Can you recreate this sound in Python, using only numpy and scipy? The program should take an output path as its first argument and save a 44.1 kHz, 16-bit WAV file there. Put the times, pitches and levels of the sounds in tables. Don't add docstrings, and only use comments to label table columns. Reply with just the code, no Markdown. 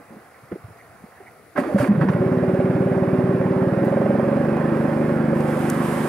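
import sys
import numpy as np
from scipy import signal
from scipy.fft import rfft, irfft, next_fast_len
from scipy.io import wavfile
from scipy.ndimage import uniform_filter1d

SR = 44100
rng = np.random.default_rng(int(sys.argv[2]) if len(sys.argv) > 2 else 0)


def generate_wav(signal):
    frames = np.transpose(np.atleast_2d(signal))
    scaled = np.clip(frames, -1, 1) * 32767
    pcm = np.round(scaled).astype(np.int16)
    wavfile.write(sys.argv[1], SR, pcm)


def boost_factor(decibels):
    exponent = np.asarray(decibels, float) / 20
    return 10 ** exponent


N = 268128
TIME = np.arange(N) / SR
BINS, FRAMES = np.fft.rfftfreq(1024, 1 / SR), np.arange(N // 256 + 5) * 256 / SR
KEY_S, CAUGHT_S, STANDS_UP_S = 1.55, 1.95, 5.35


def evened(x):
    return x / np.sqrt(np.mean(x ** 2) + 1e-20)


def read(points, hz):
    f, value = np.transpose(points)
    return np.interp(np.log(hz + 1), np.log(f + 1), value)


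def paint(colour):
    return boost_factor(read(colour, BINS))[:, None]


def curves(rows):
    s, *columns = np.transpose(rows)
    return [np.interp(TIME, s, c) for c in columns] + [1. * (TIME >= s[0])]


def ramp(start_s, length_s):
    return np.clip((TIME - start_s) / length_s, 0, 1)


def strokes(rows, edge_s):
    power = 0
    for start_s, length_s, level_db in rows:
        shape = ramp(start_s, edge_s) * (1 - ramp(start_s + length_s, edge_s))
        power = power + boost_factor(level_db) ** 2 * shape ** 2
    return power


def add(mix, start_s, sound):
    part = mix[round(start_s * SR):][:len(sound)]
    part += sound[:len(part)]


# freq_hz, likeness_0_1
LIKENESS = [(30, .8), (70, .97), (300, .97), (600, .93), (1200, .8), (2200, .7), (4000, .4), (9000, .45),
            (14000, .4)]


def noise(field, patchy_db):
    a, b, c, d, patches = rng.standard_normal((5, 513, len(FRAMES)), dtype=np.float32)
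    patches = uniform_filter1d(patches, size=4, axis=0)
    patches = evened(uniform_filter1d(patches, size=14, axis=1))
    same = np.clip(read(LIKENESS, BINS), 0, 1)[:, None]
    left = a + 1j * b
    right = same * left + np.sqrt(1 - same ** 2) * (c + 1j * d)
    z = np.array([left, right]) * field * boost_factor(patchy_db * patches)
    return evened(signal.istft(z, nperseg=1024, noverlap=768)[1][:, :N])


# time_s, firings_per_s
SPEED = [(2.09, 15.559), (2.25, 18.387), (2.45, 18.212), (2.85, 18.638), (3.2, 18.305), (3.45, 18.619),
         (3.65, 18.408), (3.85, 21.68), (4.0, 22.169), (4.17, 22.065), (4.45, 24.815), (4.6, 25.185),
         (4.8, 24.769), (5.05, 25.036), (5.8, 24.879), (6.08, 25.328)]


def crank():
    speed, on = curves(SPEED)
    first_turn = .002
    return first_turn + np.cumsum(speed * on) / SR


def above_idle():
    speed, on = curves(SPEED)
    return speed - 18.4


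def dying_rings(rows, rough, rise_s, cycles=3):
    out, t = np.zeros(N), np.arange(6000) / SR
    for start_s, peak_db, hz, t60_s in rows:
        window = np.hanning(int(cycles * SR / hz))
        smear = evened(np.convolve(rng.standard_normal(len(t)), window, "same"))
        shape = boost_factor(peak_db + 3 - 60 * t / t60_s) * (1 - np.exp(-t / rise_s))
        add(out, start_s, shape * (1 - rough + rough * smear) * np.sin(2 * np.pi * hz * t))
    return out


# freq_hz, level_db_per_hz
AIR = [(29, -42), (50, -18), (70, -1.5), (124, -1.5), (347, -6.5), (470, 1), (575, -5), (716, 4),
       (805, -26), (1050, -26), (1170, -4.5), (1430, -6), (1580, -14.5), (1970, -7), (2800, -22.5),
       (3640, -53), (6160, -120)]
# freq_hz, level_db_per_hz
SELF_NOISE = [(2000, -23), (2800, -8), (4800, -4), (5600, -8), (7900, -11), (10000, -4.5), (12000, -7.5),
              (15000, -14), (15700, -5)]


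def background():
    colour = np.hypot(paint(AIR), boost_factor(-20.5) * paint(SELF_NOISE))
    side_db = -50 + 6 * np.array([[.5], [-.5]])
    return boost_factor(side_db) * noise(colour, patchy_db=1.5)


# start_s, peak_db, pitch_hz, t60_s
BLOWS = [(0.0, -25.5, 280, 0.041), (0.103, -36, 219, 0.18), (0.135, -32, 270, 0.046),
         (0.163, -35, 217, 0.08), (0.433, -36, 127, 0.074), (0.515, -13.5, 323, 0.034),
         (0.522, -16.5, 153, 0.045), (0.526, -13, 189, 0.042), (0.553, -19, 380, 0.045),
         (0.641, -26, 110, 0.085), (0.682, -29, 153, 0.032), (0.704, -31, 105, 0.076),
         (0.892, -45, 99, 0.13), (1.039, -21.5, 218, 0.03), (1.203, -32.5, 390, 0.07),
         (1.587, -9, 267, 0.13), (1.609, -12, 241, 0.063), (1.723, -4.5, 263, 0.033),
         (1.745, -2.5, 202, 0.11), (1.8, -10.5, 124.9, 0.1), (1.826, -10.5, 267, 0.1),
         (1.884, -3, 205, 0.21), (1.9198, -11.5, 195, 0.32), (1.973, -10, 157, 0.11),
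         (2.008, -7.5, 152, 0.16), (2.034, -8.5, 252, 0.065), (2.053, -4.5, 191, 0.19),
         (2.092, -9.5, 152, 0.094)]


def body_blows():
    return dying_rings(BLOWS, rough=0.35, rise_s=0.0036)


# freq_hz, level_db_per_hz
RUMBLE = [(40, -50), (100, -30), (180, -14), (260, -4), (350, 0), (460, -8), (570, -2), (670, -18),
          (900, -22), (1200, -50), (3000, -110)]
# freq_hz, level_db_per_hz
RATTLE = [(350, -17), (600, -26), (667, -18), (742, -5.5), (953, -13.5), (1050, -9), (1200, -14.5),
          (1600, -13.5), (2520, -26), (2970, -34.5), (6000, -52), (7800, -80), (13200, -120)]
# start_s, length_s, level_db
SCUFF = [
    (.09, 0.093, -27.5),
]
STILL_S = 1.3
CRANKED_DB, RUNNING_DB = (-27.5, -37.5), (-24, -35.5)
KNOCKED_DB, KNOCKED_T60_S = (-20, -38), 0.065
RESTING_DB, EXPOSED_DB = -53.5, 4
RATTLE_SPEED_DB = 0.3641


def shake(turns):
    caught, t = ramp(CAUGHT_S, 0.14), np.arange(6000) / SR
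    knocked = np.sqrt(strokes(SCUFF, 0.031))
    for start_s, peak_db, hz, t60_s in BLOWS:
        if start_s < KEY_S:
            add(knocked, start_s, boost_factor(peak_db - 60 * t / KNOCKED_T60_S) * (1 - np.exp(-t / 0.0012)))
    rumble, rattle = (ramp(KEY_S, 0.023) * boost_factor(a + (b - a) * caught)
                      for a, b in zip(CRANKED_DB, RUNNING_DB))

    rattle = rattle * boost_factor(RATTLE_SPEED_DB * np.maximum(above_idle(), 0) + EXPOSED_DB * ramp(STANDS_UP_S, 1.0))
    burst_db = 3 * np.exp(-((turns - .13) % 1) / 0.17)
    jolts = rattle * boost_factor(burst_db)
    jolts += boost_factor(RESTING_DB) * (1 - 0.41 * ramp(STILL_S, .05))
    jolts += boost_factor(KNOCKED_DB[1]) * knocked
    for start_s, peak_db, hz, t60_s in CLANKS:
        add(jolts, start_s, boost_factor(peak_db - 3 - 60 * t / t60_s) * (1 - np.exp(-t / 0.00054)))

    stir_db = 1.8 * np.cos(2 * np.pi * (turns - .15))
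    away_db = -3 * ramp(STANDS_UP_S, 0.47)
    rumble = rumble * boost_factor(-1.0 + stir_db + away_db) + boost_factor(KNOCKED_DB[0]) * knocked
    return rumble * noise(paint(RUMBLE), patchy_db=0.5) + jolts * noise(paint(RATTLE), patchy_db=1.5)


# start_s, peak_db, pitch_hz, t60_s
CREAKS = [
    (0.3373, -41, 2010, 0.14),
    (0.7876, -32.5, 2010, 0.088),
    (1.1097, -47, 1800, 0.27),
    (1.143, -44, 1800, 0.2),
    (1.263, -26.5, 2070, 0.065),
]


def seat_creaks():
    return dying_rings(CREAKS, rough=.8, rise_s=.02, cycles=9)


# start_s, peak_db, pitch_hz, t60_s
CLANKS = [(0.5173, -33, 1355, 0.033), (1.5588, -29.5, 1574, 0.19), (1.5768, -21.5, 1720, 0.1),
          (1.6342, -33.5, 1350, 0.1), (1.7831, -24.5, 1486, 0.086), (1.805, -32, 1250, 0.27),
          (1.841, -25, 1880, 0.063), (1.8744, -35, 1290, 0.036), (1.917, -29, 1270, 0.034),
          (1.95, -35, 1480, 0.051), (2.0109, -21.5, 1410, 0.087), (2.03, -51, 1380, 0.09),
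          (2.0858, -19, 1367, 0.044), (2.134, -29, 1420, 0.036)]


def gear_clanks():
    return dying_rings(CLANKS, rough=0.75, rise_s=0.0024)


# start_s, peak_db, pitch_hz, t60_s
RINGS = [(0.519, -8, 437, 0.02), (1.204, -32, 760, 0.049), (1.563, -21.5, 595, 0.11),
         (1.578, -8, 585, 0.066), (1.622, -8.5, 560, 0.034), (1.689, -16.5, 607, 0.096),
         (1.759, -8, 557, 0.063), (1.799, -7.5, 584, 0.084), (1.844, -20, 630, 0.053),
         (1.884, -36, 515, 0.045), (1.996, -11, 550, 0.032), (2.034, -26, 637, 0.044),
         (5.53, -28, 567, 0.045), (5.568, -9, 563, 0.036)]


def panel_rings():
    return dying_rings(RINGS, rough=0.073, rise_s=0.0069)


# freq_hz, level_db_per_hz
GRIND = [(1180, -33), (2000, -4), (4190, -22), (4560, -12.5), (5510, -21), (6270, -21), (8110, -22.5),
         (9880, -17), (14500, -28), (15600, -30)]
# freq_hz, level_db_per_hz
CLOTH = [(1760, 4), (3000, 1), (4180, -6.5), (5280, -4.5), (5770, -9), (6960, -7.5), (8910, -4),
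         (10500, -3), (11700, -7), (14000, -10), (15600, -19)]
# freq_hz, level_db_per_hz
FAN = [(3000, -43), (4400, -2.5), (5100, 0), (5800, -8), (7500, -7), (9500, -3.5), (10500, -3),
       (12000, -13), (15600, -10)]
# start_s, length_s, level_db
SCRAPES = [
    (1.565, 0.042, -44),
    (1.6, 0.21, -51.5),
    (1.775, 0.058, -39),
    (1.83, 0.049, -45),
    (2.0, .05, -55),
    (2.085, 0.055, -54),
]
# start_s, length_s, level_db
RUBS = [
    (3.82, 0.079, -58),
    (4.72, .45, -55.5),
    (5.33, .8, -49),
    (5.45, .8, -47),
    (5.58, .6, -45),
    (5.8, .4, -43),
]


def hiss():
    fan_db = -61.5 + 0.35 * above_idle()
    fan = boost_factor(fan_db) ** 2 * (1e-4 + ramp(KEY_S, 0.68))
    powers = [strokes(SCRAPES, 0.012), strokes(RUBS, 0.035), fan]
    total = sum(powers)
    field = 0
    for power, colour in zip(powers, (GRIND, CLOTH, FAN)):
        field = field + np.interp(FRAMES, TIME, power / total) * evened(paint(colour)) ** 2
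    return np.sqrt(total) * noise(np.sqrt(field), patchy_db=1.2)


# firing_rate_multiple, level_db
ROCKING = [(2, -60)]


def rocking(turns):
    speed_db = 2 * above_idle()
    orders = sum(boost_factor(db + speed_db) * np.sin(2 * np.pi * k * turns) for k, db in ROCKING)
    return ramp(CAUGHT_S, .2) * orders


# start_s, peak_db, pitch_hz, t60_s
SNAPS = [
    (2.087, -44, 3980, .05),
    (3.846, -50, 12500, 0.13),
    (5.405, -41, 6900, 0.017),
    (5.591, -41, 11900, .04),
    (5.6934, -31, 9900, .006),
    (5.6995, -15.5, 9060, 0.011),
    (5.7, -30, 3670, .008),
    (5.7463, -34, 11000, .013),
]


def close_snaps():
    return dying_rings(SNAPS, rough=.9, rise_s=.0006, cycles=2.5)


# time_s, load_0_1
LOAD = [
    (2.09, 0.5),
    (2.4, 0.68),
    (3.66, 0.44),
    (3.9, 1),
    (4.28, .9),
    (4.45, 0.47),
    (5.4, 0),
    (5.8, 0),
    (6.08, 0.35),
]
# delay_s, level_db
ECHOES = [
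    (.0134, -1),
    (.0272, -5),
]
# freq_hz, width_hz, level_db
MUFFLER = [
    (557.5, 35.7, 2),
    (412, 33, -5.5),
    (609, 110, -14),
]
UNEVEN, JITTER_S = .085, .004
THUMP_DB, RING_DB, ECHO_DB = -20.5, -31.5, -7
THUMP_LOAD_DB, RING_LOAD_DB, ECHO_LOAD_DB = -1.5, 12, 0.5
THUMP_SPEED_DB, ECHO_SPEED_DB = -0.32, .5
HOT_PER_S, COOLING = 25, .032
BLOW_S, LINGER_S, ECHO_HZ = 0.0041, 0.00027, 212.2
SHELL_LATE_S, SHELL_RISE_S = 0.00729, .0015


def engine(turns):
    load, on = curves(LOAD)
    away_db = -3 * ramp(STANDS_UP_S, 0.53)
    thump_db = THUMP_DB + THUMP_LOAD_DB * load + THUMP_SPEED_DB * above_idle() + away_db
    ring_db = RING_DB + RING_LOAD_DB * load + away_db
    echo_db = ECHO_DB + ECHO_LOAD_DB * load + ECHO_SPEED_DB * above_idle()
    out, t = np.zeros(N + SR), np.arange(-441, 2600) / SR
    fires = np.flatnonzero(np.diff(np.floor(turns)) > 0)
    scatter = UNEVEN * rng.standard_normal((len(fires), 10))
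    for i, u in zip(fires, scatter):
        speed = SR * (turns[i + 1] - turns[i])
        cool = HOT_PER_S - speed
        blow_hz = 112 + 2.89 * speed
        width_s = BLOW_S + (t > 0) * LINGER_S * cool
        thump = -np.exp(-(t / width_s) ** 2) * np.cos(2 * np.pi * blow_hz * t)
        for k, (delay_s, db) in enumerate(ECHOES):
            at = t - delay_s * (1 + COOLING * cool) - .002 * u[k]
            echo = np.exp(-(at / BLOW_S) ** 2) * np.cos(2 * np.pi * ECHO_HZ * at)
            thump -= boost_factor(db + echo_db[i] + 20 * u[3 + k]) * echo

        at = np.maximum(t - SHELL_LATE_S - 0.0045 * u[6], 0)
        ring = 0
        for k, (hz, width_hz, db) in enumerate(MUFFLER):
            mode = np.exp(-np.pi * width_hz * at) * np.sin(2 * np.pi * hz * at)
            ring = ring + boost_factor(db + 5.2 * u[7 + k]) * mode
        ring = ring * (1 - np.exp(-at / SHELL_RISE_S))
        firing = boost_factor(thump_db[i] + 11 + 4.1 * u[2]) * thump + boost_factor(ring_db[i] + 8.0) * ring
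        add(out, (i - 441) / SR + JITTER_S * u[5], firing)
    return out[:N]


# time_s, pump_turns_per_firing
BELT = [(2.1, 3.447), (3.6, 3.448), (3.9, 3.475), (4.3, 3.475), (4.6, 3.47), (6.08, 3.46)]
PUMP = [-3, -0.5, -9.5, 1.5]
# freq_hz, gain_db
HOUSING = [(190, -37.5), (230, -25), (257, -29.5), (313, -39), (346, -31.5), (382, -26.5), (433, -54.5),
           (520, -42)]


def pump(turns):
    ratio, on = curves(BELT)
    step = ratio * np.gradient(turns)
    angle = 2 * np.pi * np.cumsum(step)
    levels_db = [-40]
    levels_db += [db + read(HOUSING, (k + 3) * step * SR) for k, db in enumerate(PUMP)]
    slow = evened(uniform_filter1d(rng.standard_normal((len(FRAMES), 5)), size=12, axis=0)).T
    hum = 0
    for k, db in enumerate(levels_db):
        waver_db = 0.67 * np.interp(TIME, FRAMES, slow[k])
        hum = hum + np.sqrt(2) * boost_factor(db + waver_db) * np.sin((k + 2) * angle + k * k)
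    return ramp(BELT[0][0], 0.078) * hum


def scene():
    turns = crank()
    hits = body_blows() + seat_creaks() + gear_clanks() + panel_rings() + close_snaps()
    motor = shake(turns) + rocking(turns) + engine(turns) + pump(turns)
    return background() + hits + motor + hiss()


def low_pass(x):
    return signal.sosfilt(signal.butter(12, 15730, fs=SR, output="sos"), x)


# freq_hz, level_db
LEAN = [(30, -4), (125, -0.4), (250, -1), (350, 0.5), (600, -4.5), (1200, -10), (2200, -4.5), (4000, 1.5),
        (5500, 2), (8500, 20.5), (12000, 7.5), (15000, 12)]
# freq_hz, lead_rad
LEAD = [(50, 0.27), (200, 0.17), (500, 0.51), (1000, 0.17), (3000, 0.66), (15000, 0.89)]


def record(dry):
    size = next_fast_len(N + 4096)
    hz = np.fft.rfftfreq(size, 1 / SR)
    sides = np.array([[1], [-1]])
    tilt = boost_factor(sides * read(LEAN, hz) / 2)
    ports = tilt / tilt.mean(axis=0) * np.exp(.5j * sides * read(LEAD, hz))
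    ports *= (hz < 15740) / np.sqrt(1 + (70 / (hz + 1)) ** 6)
    mix = irfft(rfft(dry, size) * ports, size)[:, :N]
    return low_pass(mix)


dry = scene()
out = record(dry)
generate_wav(out)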